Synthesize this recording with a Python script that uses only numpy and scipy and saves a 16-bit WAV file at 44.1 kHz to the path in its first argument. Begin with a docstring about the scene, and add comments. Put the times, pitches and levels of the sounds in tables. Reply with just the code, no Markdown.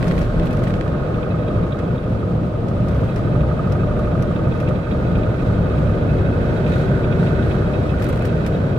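"""A heavy six-cylinder truck diesel at about 1500 rpm, heard in the cab on a wet country road.
Uneven firings knock through the engine cover, clatter in the block and shake a loose panel and a clip.
The firing hum swells for a while over thin gear whines. Road rumble and tyre roar fill the cab, and
its air booms for a moment. Wet tyres hiss and splash; plastic trim creaks, ticks and clacks on bumps."""
import sys
import numpy as np
from scipy import signal
from scipy.fft import rfft, irfft, next_fast_len
from scipy.io import wavfile
from scipy.ndimage import uniform_filter1d

SR = 44100
rng = np.random.default_rng(int(sys.argv[2]) if len(sys.argv) > 2 else 0)


def waveform_to_disk(signal):
    """Save audio, clipped to [-1, 1], as 16-bit WAV at the path in sys.argv[1]."""
    frames = np.transpose(np.atleast_2d(signal))
    scaled = np.clip(frames, -1, 1) * 32767
    samples = np.round(scaled).astype(np.int16)
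    wavfile.write(sys.argv[1], SR, samples)


N = 387198

# Cylinders in firing order. Each row: knock in dB, panel buzz in dB.
CYLINDERS = [(2.5, -2.5), (-16.5, -6.5), (-11, -5), (-6.5, 0.5), (-1, -1), (-7, -19.5)]
# Engine load. Each row: time in seconds, knock and clatter in relative dB.
LOAD = [(0, -44, -43), (1.4, -36.5, -44), (2, -40.5, -45.5), (2.6, -40, -53.5), (3, -40.5, -43.5),
        (3.5, -34.5, -43), (4.3, -35, -43.5), (5, -39.5, -41.5), (5.7, -38, -41), (6.3, -42.5, -39),
        (7.1, -41, -37), (8.78, -43.5, -41.5)]
# Road surface. Each row: time in seconds, rumble and tyre roar in relative dB.
SURFACE = [(0, -16, -25), (1.3, -21.5, -26), (2.4, -19.5, -27), (3.3, -17, -25.5), (4.4, -17.5, -26),
           (5.4, -17, -25), (6.6, -17.5, -24.5), (7.2, -16.5, -24.5), (7.6, -18.5, -25),
           (8.78, -19.5, -25.5)]
# Cab rumble. Each row: frequency in Hz, gain in dB.
RUMBLE_SPECTRUM = [(18, -18), (28, -16.5), (40, -2), (50, -13.5), (64, 2), (76, -6), (100, 1.5), (140, 0),
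                   (180, -1.5), (215, -8), (280, -17.5), (450, -40.5)]
# Ring of the plastic trim. Each row: frequency in Hz, gain in dB.
TRIM_SPECTRUM = [(800, 6.5), (1800, 14.5), (3600, 3), (5500, -4.5), (7200, -7), (9500, -8), (11000, -11.5),
                 (12800, -10.5), (15500, -17)]


def undb(db):
    """Decibels to gain."""
    return 10 ** (np.asarray(db) / 20)


def unit(x):
    """Scale to rms 1."""
    return x / np.sqrt(np.mean(x ** 2))


def curves(table):
    """Each column of (seconds, ..) rows, interpolated per sample."""
    s, *columns = np.transpose(table)
    return [np.interp(np.arange(N) / SR, s, c) for c in columns]


def stretches(table, edge_s):
    """Gain of (start s, length s, dB) rows that fade in, hold and fade out."""
    t = np.arange(N) / SR
    return sum(undb(db) * np.clip(np.minimum(t - s, s + length_s - t) / edge_s + .5, 0, 1)
               for s, length_s, db in table)


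def response(points, hz):
    """Gain of (Hz, dB) points on a log-frequency axis."""
    f, db = np.transpose(points)
    return undb(np.interp(np.log(hz + 1), np.log(f), db))


def colour(x, points):
    """Filter by a (Hz, dB) spectrum that falls away beyond its ends."""
    size = next_fast_len(N, real=True)
    hz = np.fft.rfftfreq(size, 1 / SR)
    ends = np.minimum(hz / points[0][0], 1) ** 2 / np.maximum(hz / points[-1][0], 1) ** 2
    return irfft(rfft(x, size) * response(points, hz) * ends, size)[..., :N]


def pan(db):
    """Stereo gains for a pan of left minus right in dB."""
    return undb(np.array([[db], [-db]]) / 2)


def resonate(x, hz, width_hz):
    """One resonance, unity gain at its peak."""
    return signal.lfilter(*signal.iirpeak(hz, hz / width_hz, SR), x)


def ring(x, modes):
    """Drive resonances, each with its own place in the cab."""
    return sum(undb(db) * pan(pan_db) * resonate(x, hz, width_hz) for hz, width_hz, db, pan_db in modes)


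def walk(rate_hz):
    """Slow drift: random steps smoothed twice, rms 1."""
    hold = int(SR / rate_hz)
    steps = np.repeat(rng.standard_normal(N // hold + 1), hold)
    return unit(uniform_filter1d(uniform_filter1d(steps, hold), hold)[:N])


def bursts(hits, decay_s):
    """Each impulse starts a decaying burst of stereo noise."""
    return signal.lfilter([1], [1, -np.exp(-1 / (decay_s * SR))], hits) * rng.standard_normal((2, N))


def grains(per_s, spread_db, decay_s):
    """Tiny bursts of random timing and size."""
    hits = rng.random(N) < per_s / SR
    sizes = undb(spread_db * np.minimum(rng.exponential(size=N), 3))
    return bursts(hits * sizes, decay_s)


def cab_noise():
    """Noise in a small cab: long waves reach both sides alike, short ones do not."""
    # Stereo width. Each row: frequency in Hz, side minus mid in dB.
    width = [(40, -16.5), (125, -18), (250, -10.5), (500, -9), (1000, 2.5), (2000, -0.5)]
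    size = next_fast_len(N, real=True)
    mid, side = rng.standard_normal((2, size))
    side = irfft(rfft(side) * response(width, np.fft.rfftfreq(size, 1 / SR)), size)
    return np.array([mid + side, mid - side])[:, :N]


def standing_waves(x):
    """The cab's standing waves bring one source to the two sides out of step."""
    # Phase between sides. Each row: frequency in Hz, left lead in radians.
    leads = [(700, 0), (1250, .4), (1450, 1.4), (1750, 3), (2550, 3.3), (2950, 6.2), (3500, 6.3),
             (4200, 3.8)]
    size = next_fast_len(N, real=True)
    lead_rad = np.interp(np.fft.rfftfreq(size, 1 / SR), *np.transpose(leads))
    return irfft(rfft(x, size) * np.exp(.5j * np.array([lead_rad, -lead_rad])), size)[:, :N]


def near_noise(diffuse_db=-5):
    """Noise of one nearby part, with diffuse sound around it."""
    return standing_waves(rng.standard_normal(N)) + undb(diffuse_db) * rng.standard_normal((2, N))


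def cab_walls(x, count=8, gain=0.19):
    """Glass and dash return different early echoes to each side."""
    lags = (rng.uniform(0.0011, .012, (2, count)) * SR).astype(int)
    return np.array([side + gain * sum(np.roll(side, lag) for lag in row) for side, row in zip(x, lags)])


def firings(cycles, cylinder_db, scatter_db, decay_s):
    """Force of six firings a cycle: each has its own strength and dies away."""
    count = len(cylinder_db)
    number = (cycles * count).astype(int)
    age_s = (cycles - number / count) / np.gradient(cycles) / SR
    chance = rng.standard_normal(number[-1] + 1)
    return undb(cylinder_db[number % count] + scatter_db * chance[number]) * np.exp(-age_s / decay_s)


def knock(cycles, rasp=.17):
    """Combustion blows, rounded by the hollow under the engine cover, ring the cover."""
    # Cover modes. Each row: frequency and width in Hz, gain and pan in dB.
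    cover_modes = [(1188, 17, -12.5, 4), (1253, 42, 0.5, -4.5), (1392, 40, -3.5, -10.5)]
    force = firings(cycles, np.transpose(CYLINDERS)[0], scatter_db=.7, decay_s=0.02)
    blow = np.maximum(np.diff(force, prepend=force[0]), 0)
    push = (unit(blow) + rasp * unit(force * rng.standard_normal(N))) * undb(.8 * walk(4))
    hollow = resonate(push, hz=1270, width_hz=190)
    cover = ring(standing_waves(hollow), cover_modes)
    cover = colour(cover, [(950, -16), (1150, 4.5), (1260, 0), (1370, -6), (1700, -10.5)])
    return unit(cover) * undb(curves(LOAD)[0] - 2)


def clatter(cycles):
    """All six cylinders ring the block, more evenly than they knock."""
    # Block modes. Each row: frequency and width in Hz, gain and pan in dB.
    block_modes = [(1449, 45, 3.5, -5.5), (1540, 67, -8, -13), (1525, 110, -2.5, -10), (1660, 23, -8, -6),
                   (1769, 20, -2.5, -7), (2000, 76, -14.5, -2)]
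    force = firings(cycles, 0.2 * np.transpose(CYLINDERS)[0], scatter_db=0.8, decay_s=0.07)
    block = colour(ring(force * near_noise(), block_modes), [(1100, 0), (2200, -0.5)])
    return unit(block) * undb(curves(LOAD)[1] + 1.5)


def panel_buzz(cycles):
    """The firings shake a loose panel; its level follows the clatter."""
    # Panel modes. Each row: frequency and width in Hz, gain and pan in dB.
    panel_modes = [(2464, 76, -1, -14), (2568, 24, 3.5, -27), (3273, 65, -1.5, 8.5), (3770, 22, 2.5, -1.5),
                   (3935, 60, -8, -7)]
    shake = firings(cycles, np.transpose(CYLINDERS)[1], scatter_db=3, decay_s=0.049)
    panel = ring(shake * near_noise(), panel_modes)
    panel = colour(panel, [(2000, 14), (2500, -1.5), (4000, 2.5), (5000, -7), (13000, -8.5)])
    return unit(panel) * undb(0.82 * curves(LOAD)[1] - 15)


def clip_rattle(cycles):
    """The firings shake a small clip into fine bright ticks."""
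    # Shake per cylinder in dB.
    shake_db = [-4.5, -6.5, -6.5, -11.5, -4, -8.5]
    # Clip modes. Each row: frequency and width in Hz, gain and pan in dB.
    clip_modes = [(6400, 700, 0, -4.5), (9500, 1800, -1.5, 4.5), (12650, 670, -4.5, 7)]
    shake = firings(cycles, np.array(shake_db), scatter_db=3, decay_s=.003)
    clip = colour(ring(shake * rng.standard_normal((2, N)), clip_modes), [(6000, 0.011), (13000, 0)])
    return unit(clip) * undb(0.36 * curves(LOAD)[1] - 55)


def hum(cycles):
    """Harmonics of the firing rate waver in level and phase."""
    # Hum partials. Each row: multiple of the firing rate, relative level in dB.
    harmonics = [(2, -3), (3, 2), (5, 3.5), (6, -4.5), (7, -6.5), (8, -28.5)]
    # Hum swell. Each row: time in seconds, level in dB.
    levels = [(0, -49), (3, -46), (5.4, -36.5), (6.1, -28), (7.1, -27.5), (7.8, -31.5), (8.8, -35)]
    firing_rad = 2 * np.pi * len(CYLINDERS) * cycles
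    tones = 0
    for multiple, db in harmonics:
        gain = undb(db + 1.3 * walk(12))
        tones += gain * np.sin(multiple * firing_rad + 0.68 * walk(20) + rng.uniform(0, 2 * np.pi))
    return unit(tones) * undb(curves(levels)[0]) * pan(1.5)


def gear_whine(cycles):
    """Two gears whine thinly at high multiples of the engine cycle."""
    # Gear tones, upper then lower, in multiples of the cycle rate.
    multiples = [87.6, 72]
    # Pan per gear in dB.
    pans_db = [-9, -2]
    # Whine levels. Each row: time in seconds, upper and lower gear in dB.
    levels = [(0, -49.5, -64), (1.8, -48.5, -63), (2.3, -54, -62), (3.7, -55, -55), (4.4, -57, -48.5),
              (4.8, -63, -53), (7.1, -63, -48.5), (8.8, -63, -57)]
    whine = 0
    for multiple, pan_db, db in zip(multiples, pans_db, curves(levels)):
        gain = undb(db + 2 * walk(6.5)) * pan(pan_db)
        whine += gain * unit(np.sin(2 * np.pi * multiple * cycles + .5 * walk(10)))
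    return whine


def road_swing_db():
    """Brief rounded surges and lulls of the road noise."""
    # Swells. Each row: centre and length in seconds, change in dB.
    swells = [(0.294, 0.2, -6), (0.832, 0.082, -4.5), (1.598, 0.35, 3), (1.738, 0.24, -4),
              (2.016, 0.16, -6), (2.532, 0.15, -4.5), (3.134, 0.14, -6), (4.855, 0.17, -8.5),
              (5.363, 0.15, -6.5)]
    t = np.arange(N) / SR
    return sum(db * np.cos(np.pi * np.clip((t - s) / length_s, -.5, .5)) ** 2
               for s, length_s, db in swells)


def rumble():
    """The road shakes the cab on its mounts."""
    return unit(colour(cab_noise(), RUMBLE_SPECTRUM)) * undb(curves(SURFACE)[0] + road_swing_db())


def bounce(rest_db=-40.5):
    """The cab bounces on its mounts with a deep shudder."""
    # Bounces. Each row: start and length in seconds, level in dB.
    bounces = [(0, 0.88, -29.5), (3, 0.26, -33)]
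    shudder = colour(cab_noise(), [(22, -2.5), (30, -6), (38, 6.5), (52, -6), (80, -10)])
    return unit(shudder) * (undb(rest_db) + stretches(bounces, edge_s=0.21)) * pan(-1)


def tyre_roar(cycles):
    """Tyre noise booms in the cab's panels; the firings throb through it."""
    # Roar. Each row: frequency in Hz, gain in dB.
    spectrum = [(120, -12.5), (260, 1), (340, 1.5), (420, -2), (490, -2), (620, -3.5), (690, -7),
                (800, -13), (1050, -17.5), (1400, -19), (1750, -28), (2050, -31.5), (3500, -36.5),
                (6000, -52)]
    # Cab panel modes. Each row: frequency and width in Hz, gain and pan in dB.
    boom_modes = [(484.4, 57, -5, 9.5), (599.6, 16.2, 1.5, -4.5)]
    throb = 1 + 0.079 * np.cos(2 * np.pi * len(CYLINDERS) * cycles)
    tyres = colour(cab_noise(), spectrum) * throb
    level_db = curves(SURFACE)[1] + 0.44 * road_swing_db() + 1.37
    return unit(tyres + ring(tyres, boom_modes)) * undb(level_db)


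def tyre_water(onset_s=0.028, runoff_s=0.1):
    """Wet tyres throw a steady spray and splash through wetter patches."""
    # Spray hiss. Each row: frequency in Hz, gain in dB.
    hiss_spectrum = [(900, -6), (1800, 10.5), (2800, 4.5), (4200, 2.5), (5200, -3.5), (7000, -8),
                     (8700, -8.5), (10800, -17.5), (12600, -15.5), (15500, -22)]
    # Spray strength. Each row: time in seconds, level in dB.
    spray_levels = [(0, -46.5), (1, -52), (2.5, -52), (4, -50.5), (5.5, -50), (6.6, -48), (8.8, -48)]
    # Water on the wheel arch. Each row: frequency in Hz, gain in dB.
    splash_spectrum = [(1000, 7.5), (1800, 16.5), (2900, 3), (3900, 10), (5000, -3), (8500, -7),
                       (11000, -14.5), (13500, -12.5), (15500, -26)]
    # Wetter patches. Each row: start and length in seconds, level in dB.
    patches = [(5.33, .14, -49), (6.668, 0.15, -41), (7.192, 0.34, -46)]
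    spray = unit(colour(cab_walls(cab_noise()), hiss_spectrum)) * undb(curves(spray_levels)[0])
    t = np.arange(N) / SR
    wetness = 0
    for s, length_s, db in patches:
        onset = np.clip((t - s) / onset_s + .5, 0, 1)
        wetness += undb(db) * onset * np.exp(-np.maximum(t - s - length_s, 0) / runoff_s)
    drops = grains(per_s=1000, spread_db=1, decay_s=0.0043)
    splash = unit(colour(drops, splash_spectrum)) * wetness
    return (spray + splash) * undb(0.88 * walk(14)) * pan(.8)


def trim_creak(rest_db=-62):
    """Plastic joints creak in many tiny slips, louder on rough road."""
    # Rough stretches. Each row: start and length in seconds, relative level in dB.
    rough = [(0, 0.26, -45), (.42, 0.35, -50.5), (2.86, 0.36, -51), (4.45, 0.2, -59), (7.99, 0.3, -45.5)]
    slips = grains(per_s=480, spread_db=2.5, decay_s=0.0018)
    gain = np.hypot(undb(rest_db), stretches(rough, edge_s=0.026)) * undb(3)
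    return unit(colour(slips, TRIM_SPECTRUM)) * gain * pan(1.2)


def panel_chatter(cycles, touch_phase=.52, rise_s=0.004, decay_s=0.0081):
    """The loose panel's edge taps its frame once a cycle, now and then hard; it chirps and rings."""
    # Hard taps. Each row: start in seconds, edge chirp and ring in dB.
    hard_taps = [(1.14, -51, -43), (1.227, -47, -43), (1.479, -49.5, -45), (1.721, -37.5, -43),
                 (1.976, -49, -45), (3.404, -53, -41), (4.358, -47, -42), (4.518, -47, -43),
                 (4.6, -49, -40), (4.675, -54, -34.5), (4.753, -54, -44), (4.911, -45, -42),
                 (5.152, -48, -39), (5.231, -53, -41), (5.642, -43, -57), (6.662, -47, -36),
                 (6.735, -43, -37), (7.041, -48, -43), (7.122, -51, -38), (7.262, -47, -36),
                 (7.422, -46, -54), (7.511, -46, -38), (7.732, -45, -41), (7.891, -48, -40),
                 (8.284, -46, -41), (8.445, -49, -42), (8.546, -43, -52)]
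    # Edge chirp. Each row: frequency in Hz, gain in dB.
    edge_spectrum = [(2000, -19.5), (2550, -1.5), (2900, -11), (3270, 6), (3520, 2.5), (3800, 12),
                     (4300, -28), (6000, -34)]
    # Modes of the tapped panel. Each row: frequency and width in Hz, gain and pan in dB.
    tap_modes = [(2446, 110, -2, -6), (2544, 41, 0, -6.5), (3230, 70, -9, 4.5)]
    touches = np.flatnonzero(np.diff(np.floor(cycles - touch_phase)))
    shakes = np.zeros(N)
    shakes[touches] = undb(curves(LOAD)[1][touches] + 1.5 * rng.standard_normal(len(touches)))
    edge_hits, ring_hits = shakes * undb(-15), shakes * undb(-10)
    for s, edge_db, ring_db in hard_taps:
        edge_hits[int(s * SR)] += undb(edge_db)
        ring_hits[int(s * SR)] += undb(ring_db)
    age_s = np.arange(SR // 12) / SR
    chirp_gain = signal.oaconvolve(edge_hits, age_s / rise_s * np.exp(1 - age_s / rise_s))[:N]
    fade = (1 - np.exp(-age_s / rise_s)) * np.exp(-age_s / decay_s)
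    ring_gain = signal.oaconvolve(ring_hits, fade / fade.max())[:N]
    ringing = colour(ring(near_noise(), tap_modes), [(2400, 0), (3400, 0)])
    return chirp_gain * unit(colour(near_noise(), edge_spectrum)) + ring_gain * unit(ringing)


def clacks(cutoff_hz=5960):
    """Loose plastic on the right hits the trim over bumps: short, hard and dry."""
    # Impacts. Each row: start in seconds, relative level in dB.
    impacts = [(.0273, -27), (0.1116, -26.5), (.18, -28), (0.397, -30.5), (0.4702, -32), (.6714, -31.5),
               (0.7055, -33), (.7397, -29), (.7657, -38), (0.8102, -28), (0.878, -33.5)]
    hits = np.zeros(N)
    for s, db in impacts:
        hits[int(s * SR)] = undb(db)
    force = signal.lfilter(*signal.butter(2, cutoff_hz, fs=SR), bursts(hits, decay_s=0.0032))
    return colour(force, TRIM_SPECTRUM) * pan(-5.5)


def trim_ticks(rise_s=0.0003, low_hz=5000, low_db=-3, top_hz=10000):
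    """Plastic joints slip in single short scrapes."""
    # Slips. Each row: start in seconds, relative level in dB, decay in seconds, treble and ring in dB.
    ticks = [(0.079, -35.5, 0.0089, -7, -3), (0.186, -43, .008, 2, -9), (0.213, -41.5, 0.016, -5, -1),
             (0.455, -47, 0.0087, 10, -9), (0.5283, -41, 0.0087, -2, -8), (0.569, -41, .004, -2, -6),
             (0.636, -38.5, 0.0082, -2, -9), (0.678, -44, 0.0083, -4, -9), (1.788, -42.5, .009, -22, -14),
             (2.683, -44.5, 0.011, -10, -6), (2.883, -41, .007, -3, -6), (3.16, -42, .01, -4, -4),
             (3.721, -43, 0.0081, 2, 8), (4.223, -40, 0.006, 3, 5), (4.601, -44, .008, 0, 0),
             (4.6867, -43, .008, -5, -6), (8.0212, -38.5, 0.014, 2, -9), (8.041, -38, 0.0065, 7, -9),
             (8.088, -46, .007, 17, -9), (8.2513, -37.5, 0.011, 4, -9), (8.463, -35.5, 0.0099, 2, -9)]
    force = np.zeros((2, N))
    t = np.arange(SR // 16) / SR
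    low_pass = signal.butter(2, low_hz, fs=SR)
    high_pass = signal.butter(2, top_hz, "high", fs=SR)
    for s, db, decay_s, top_db, ring_db in ticks:
        slip = rng.standard_normal((2, len(t))) * np.exp(-t / decay_s) * (1 - np.exp(-t / rise_s))
        low_shelf = (undb(low_db) - 1) * signal.filtfilt(*low_pass, slip)
        top_shelf = (undb(top_db) - 1) * signal.filtfilt(*high_pass, slip)
        ringing = undb(ring_db) * resonate(slip, hz=5540, width_hz=980)
        tick = undb(db + 7) * (slip + low_shelf + top_shelf + ringing)
        start = int(s * SR)
        force[:, start:start + len(t)] += tick[:, :N - start]
    return colour(force, TRIM_SPECTRUM)


def air_boom():
    """The cab's air booms on its lowest resonance, a wave so long that both sides hear it alike."""
    # Booms. Each row: start and length in seconds, level in dB.
    booms = [(4.95, 1.66, -25)]
    air = resonate(colour(rng.standard_normal(N), RUMBLE_SPECTRUM), hz=118.6, width_hz=37)
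    return unit(air) * stretches(booms, edge_s=0.35) * undb(road_swing_db())


def scene():
    """One crankshaft times the engine, its rattles and the throb; road, water and trim join in."""
    # Engine speed. Each row: time in seconds, four-stroke cycle rate in Hz.
    speed = [(0, 12.37), (.6, 12.39), (1.4, 12.46), (2.2, 12.39), (3, 12.49), (4.3, 12.54), (5.2, 12.66),
             (6.5, 12.76), (8.8, 12.72)]
    cycles = .33 + np.cumsum(curves(speed)[0]) / SR
    engine = knock(cycles) + clatter(cycles)
    loose_parts = panel_buzz(cycles) + panel_chatter(cycles) + clip_rattle(cycles)
    tones = hum(cycles) + gear_whine(cycles)
    road = rumble() + air_boom() + bounce() + tyre_roar(cycles) + tyre_water()
    return engine + loose_parts + tones + road + trim_ticks() + trim_creak() + clacks()


def record(dry):
    """A steep low-pass cuts the top treble."""
    cutoff_hz = 15700
    return signal.sosfilt(signal.ellip(10, .2, 80, cutoff_hz, fs=SR, output="sos"), dry)


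dry = scene()
out = record(dry)
waveform_to_disk(out)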